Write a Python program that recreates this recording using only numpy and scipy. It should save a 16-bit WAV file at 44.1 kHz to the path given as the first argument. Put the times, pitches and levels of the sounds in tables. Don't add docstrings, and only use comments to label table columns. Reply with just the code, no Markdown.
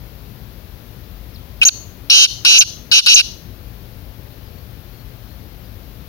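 import sys
import numpy as np
from scipy import signal
from scipy.fft import rfft, irfft, next_fast_len
from scipy.io import wavfile
from scipy.ndimage import uniform_filter1d, minimum_filter1d

SR = 44100
rng = np.random.default_rng(int(sys.argv[2]) if len(sys.argv) > 2 else 0)


def unload_wav(signal):
    wavfile.write(
        sys.argv[1],
        SR,
        np.round(np.clip(np.atleast_2d(signal).T, -1, 1) * 32767).astype(np.int16),
    )


N = 268348
TIME = np.arange(N) / SR

# f/Hz, relative level per Hz/dB
RUMBLE_SPECTRUM = [(20, -22.5), (38, -24), (47, 1), (55, 0), (68, -5.5), (105, -5), (118, -4.5), (134, -11),
                   (200, -14.5), (300, -19.5), (600, -27.5), (1500, -54)]
# f/Hz, relative level per Hz/dB
HISS_SPECTRUM = [(100, -9.5), (500, 7.5), (1000, 4), (2000, 1), (4300, 0), (6000, -6), (7300, -14),
                 (8400, -30.5), (9500, -11.5), (11000, -5.5), (13000, 1.5), (16000, 1)]
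# start t/s, length t/s, first f/Hz, last f/Hz, mean level/dB
FAR_CALLS = [(1.337, 0.041, 6050, 3020, -42), (1.372, 0.059, 3310, 3400, -47),
             (4.42, 0.076, 5140, 4800, -53.5), (4.52, 0.13, 4480, 4460, -52), (4.913, .13, 4350, 4300, -52),
             (5.26, 0.1, 4160, 4280, -52), (5.622, 0.053, 4400, 5100, -51.5)]
# start t/s, end t/s, attack t/s,
# release t/s, level/dB, nominal bottom of the sweep f/Hz, nominal top f/Hz, nominal sweeps per s,
# pitch rise over the note (share), creak level relative to the note/dB
CALL_NOTES = [(1.614, 1.621, 0.002, 0.0028, 3.5, 2590, 3550, 250, 0, -7),
              (1.620, 1.642, 0.0031, .016, 14.5, 2476, 2980, 260, 0.012, 1),
              (1.651, 1.695, 0.0025, 0.0081, 17.5, 2378, 5020, 290, -0.0072, -1),
              (2.099, 2.266, 0.0082, .024, 19.5, 2810, 6353, 268, 0.081, -7.5),
              (2.448, 2.638, .024, 0.021, 17, 2584, 6213, 273, -0.0069, -5.5),
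              (2.915, 3.01, 0.037, .026, 26, 2574, 6230, 276, 0.014, -7),
              (3.061, 3.216, 0.042, 0.023, 17.5, 2593, 6157, 254, -.02, -7)]
# start t/s, end t/s, pitch f/Hz, arch f/Hz,
# warble width f/Hz, warbles per s
PITCH_HOLDS = [(1.616, 1.628, 2557, -3.5, 197, 250.5), (1.651, 1.686, 6163, 523.5, 903.5, 400),
               (2.101, 2.105, 5533, 67.5, 150, 234), (2.583, 2.608, 5744, 701, 900, 750),
               (3.141, 3.158, 6210, 260, 840, 750)]
# f/Hz, bandwidth f/Hz, relative level/dB
THROAT_RESONANCES = [(1534, 165.6, 0.5), (2764, 300, 12), (3870, 760, -5.5), (5560, 695, -6.5)]
# f/Hz, relative level per Hz/dB
RASP_SPECTRUM = [(100, -11), (500, 6.5), (1600, -3.5), (4000, -7.5), (8000, 8.5), (10300, -1.5),
                 (12500, -6.5), (16000, -11)]
# delay t/ms, level relative to the direct voice/dB
GROUND_AND_CAGE = [
    [(.688, 2), (.778, 2.5), (2.02, -5), (3.05, -29)],
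    [(.706, 4), (1.038, -3.5), (1.98, -7.5), (3.25, -4.5)],
]
# f/Hz,
# gain/dB
VOICE_COLOURS = [
    [(1500, -3), (2300, -4), (2850, -2), (3400, 2), (4200, 9), (4700, -1.5), (5100, 12), (5700, 0),
     (6500, 4.5), (7200, -4), (13000, 1)],
    [(1500, -4), (2300, -1.5), (2850, 4.5), (3400, 1), (4200, 3.5), (4700, -3.5), (5100, -2), (5700, -10.5),
     (6500, 5.5), (7200, -5.5), (13000, -6)],
]
# f/Hz, relative level/dB
TREE_SPECTRUM = [(1000, -35), (2500, -11), (3000, 1.5), (3400, -2), (4250, 6), (4800, -1), (6000, -0.5),
                 (8000, -7.5), (11000, 6), (15000, -10)]

RUMBLE_DB, HISS_DB = [[-33], [-47.5]], [[-41], [-51]]
RIGHT_DB, RIGHT_LAG_MS = -8, 0.18
CUTOFF_HZ = 15800

ONSET_DB, END_DB = -4, -15.5
SLACK_BOTTOM_HZ, SLACK_TOP_HZ = 2695, 4864
OPENING_POWER = 1.2
RATE_ARCH, PITCH_ARCH = .14, 0.048
FULL_CREAK, CREAK_POWER = 0.41, 1.04
HOLD_GLIDE_S, HOLD_CREAK = 0.0018, 0.25
TREMOR_DB, TREMOR_PER_S = 2, 31.6
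REACH_WANDER, REACH_PER_S = .028, 110


def from_db(db):
    return 10 ** (np.asarray(db) / 20)


def rms_one(x):
    return x / np.sqrt(np.mean(x ** 2) + 1e-20)


def colour(x, points):
    hz, db = np.transpose(points)
    size = next_fast_len(x.shape[-1])
    bins_hz = np.maximum(np.arange(size // 2 + 1) * SR / size, 1)
    gain = from_db(np.interp(np.log(bins_hz), np.log(hz), db))
    return irfft(rfft(x, size) * gain, size)[..., :x.shape[-1]]


def noise(points):
    return rms_one(colour(rng.standard_normal(N), points))


def drift(per_s):
    lowpass = signal.butter(2, per_s, fs=SR, output="sos")
    return rms_one(signal.sosfilt(lowpass, rng.standard_normal(N)))


def resonate(x, hz, width_hz):
    radius = np.exp(-np.pi * width_hz / SR)
    zeros = np.array([1, 0, -1]) * (1 - radius * radius) / 2
    poles = [1, -2 * radius * np.cos(2 * np.pi * hz / SR), radius * radius]
    return signal.lfilter(zeros, poles, x)


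def delayed(x, paths):
    size = next_fast_len(N)
    khz = np.arange(size // 2 + 1) * SR / size / 1000
    transfer = sum(from_db(db) * np.exp(-2j * np.pi * khz * ms) for ms, db in paths)
    return irfft(rfft(x, size) * transfer, size)[:N]


def ramp(x):
    return np.sin(np.pi / 2 * np.clip(x, 0, 1))


def background():
    rumble = from_db(RUMBLE_DB) * noise(RUMBLE_SPECTRUM)
    hiss = from_db(HISS_DB) * np.array([noise(HISS_SPECTRUM), noise(HISS_SPECTRUM)])
    return rumble + hiss


def far_birds(waver=0.0114, flicker=0.55):
    out, wander = np.zeros(N), 1 + waver * drift(297)
    for start, length, first_hz, last_hz, db in FAR_CALLS:
        along = np.clip((TIME - start) / length, 0, 1)
        hz = (first_hz + (last_hz - first_hz) * along) * wander
        whistle = np.sin(2 * np.pi * np.cumsum(hz) / SR)
        out += from_db(db) * np.sin(np.pi * along) * whistle
    return out * (1 + flicker * drift(80))


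def note_controls():
    gain, creak_gain, effort = np.zeros((3, N))
    bottom, top, per_s = [np.full(N, 1. * v) for v in CALL_NOTES[0][5:8]]
    for start, end, attack, release, db, bottom_hz, top_hz, sweeps, rise, creak_db in CALL_NOTES:
        on = (TIME > start) & (TIME < end)
        t = TIME[on]
        swell = ramp((t - start) / attack)
        fade = np.clip((end - t) / release, 0, 1)
        along = (t - start) / (end - start) - .5
        arch = (2 * along) ** 2
        effort[on] = swell * fade
        creak_gain[on] = from_db(creak_db)
        gain[on] = from_db(db + (ONSET_DB - db) * (1 - swell) + (END_DB - db) * (1 - fade))
        pitch = 1 + rise * along - PITCH_ARCH * arch
        bottom[on], top[on] = bottom_hz * pitch, top_hz * pitch
        per_s[on] = sweeps * (1 - RATE_ARCH * arch)
    top *= 1 + REACH_WANDER * drift(REACH_PER_S)
    wide = effort ** OPENING_POWER
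    bottom = SLACK_BOTTOM_HZ + (bottom - SLACK_BOTTOM_HZ) * wide
    top = SLACK_TOP_HZ + (top - SLACK_TOP_HZ) * wide
    creak = 1 - (1 - FULL_CREAK) * effort ** CREAK_POWER
    breath = uniform_filter1d(gain, size=40) * from_db(TREMOR_DB * drift(TREMOR_PER_S))
    return breath, creak_gain, *with_holds([bottom, top, per_s, creak])


def with_holds(sweep):
    out = np.array(sweep)
    for start, end, hz, arch_hz, warble_hz, warbles in PITCH_HOLDS:
        on = (TIME > start - HOLD_GLIDE_S) & (TIME < end + HOLD_GLIDE_S)
        t = TIME[on]
        held = np.clip(np.minimum(t - start, end - t) / HOLD_GLIDE_S + .5, 0, 1)
        centre = hz + arch_hz * ramp(1 - (2 * (t - start) / (end - start) - 1) ** 2)
        targets = (centre - warble_hz / 2, centre + warble_hz / 2, warbles, HOLD_CREAK)
        for control, target in zip(out, targets):
            control[on] += held * (target - control[on])
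    return out


def francolin(dwell=1.8, rate_jitter=.03, pitch_jitter=.025, pulse_depth=0.04,
              overtone_db=-23, rasp_db=-23):
    gain, creak_gain, bottom_hz, top_hz, per_s, creak = note_controls()
    creak = np.clip(creak, 0, 1)
    cycle = np.cumsum(per_s * (1 + rate_jitter * drift(155))) / SR
    tension = (.5 - .5 * np.cos(2 * np.pi * cycle)) ** dwell
    span = np.sqrt(np.abs(1 - bottom_hz / top_hz))
    hz = (bottom_hz + (top_hz - bottom_hz) * tension) * (1 + pitch_jitter * span * drift(900))
    phase = 2 * np.pi * np.cumsum(hz) / SR
    opening = 1 - np.clip(pulse_depth + creak, 0, 1) * (1 - tension)
    beak = signal.cheby1(8, .5, [2350, 6950], "band", fs=SR, output="sos")
    fundamental = signal.sosfilt(beak, np.sin(phase) * opening)
    whistle = fundamental + from_db(overtone_db) * np.sin(2 * phase) * opening
    puffs = rng.standard_normal(N) * tension ** 2
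    throat = rms_one(sum(from_db(db) * resonate(puffs, centre, width)
                         for centre, width, db in THROAT_RESONANCES))
    rasp = from_db(rasp_db) * span * noise(RASP_SPECTRUM)
    return gain * (whistle + creak_gain * creak ** 2 * throat + rasp)


def ground_and_cage(voice, paths):
    return voice + delayed(voice, paths)


def voice_colour(x, points):
    hz, db = np.transpose(points)
    grid_hz = np.linspace(0, SR / 2, num=257)
    taps = signal.firwin2(129, grid_hz, from_db(np.interp(grid_hz, hz, db)), fs=SR)
    return signal.fftconvolve(x, taps, "same")


def tree_echo(voice, t60=0.45, build_s=0.018, echo_db=-33):
    t = TIME[:SR]
    envelope = from_db(-60 * t / t60) * (1 - np.exp(-(t / build_s) ** 2))
    tail = colour(rng.standard_normal(SR), TREE_SPECTRUM) * envelope
    return from_db(echo_db) * signal.fftconvolve(voice, tail / np.linalg.norm(tail))[:N]


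def scene():
    voice, far = francolin(), far_birds()
    ears = []
    for paths, port in zip(GROUND_AND_CAGE, VOICE_COLOURS):
        near = voice_colour(ground_and_cage(voice, paths), port)
        ears.append(near + tree_echo(voice) + far)
    left, right = ears
    return np.array([left, delayed(right, [(RIGHT_LAG_MS, RIGHT_DB)])]) + background()


def limiter(x, ceiling_db, release_db_per_s, size):
    over_db = np.maximum(20 * np.log10(np.abs(x) + 1e-9) - ceiling_db, 0)
    recovery_db = release_db_per_s * TIME
    held_db = np.maximum.accumulate(over_db + recovery_db, axis=1) - recovery_db
    ahead_db = minimum_filter1d(-held_db, size=size)
    return x * from_db(uniform_filter1d(ahead_db, size=size))


def record(dry):
    ducked = limiter(dry, ceiling_db=10.5, release_db_per_s=263.5, size=41)
    level = limiter(ducked, ceiling_db=-.7, release_db_per_s=2500, size=21)
    lowpass = signal.ellip(12, .1, 70, CUTOFF_HZ, fs=SR, output="sos")
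    return signal.sosfilt(lowpass, level)


dry = scene()
out = record(dry)
unload_wav(out)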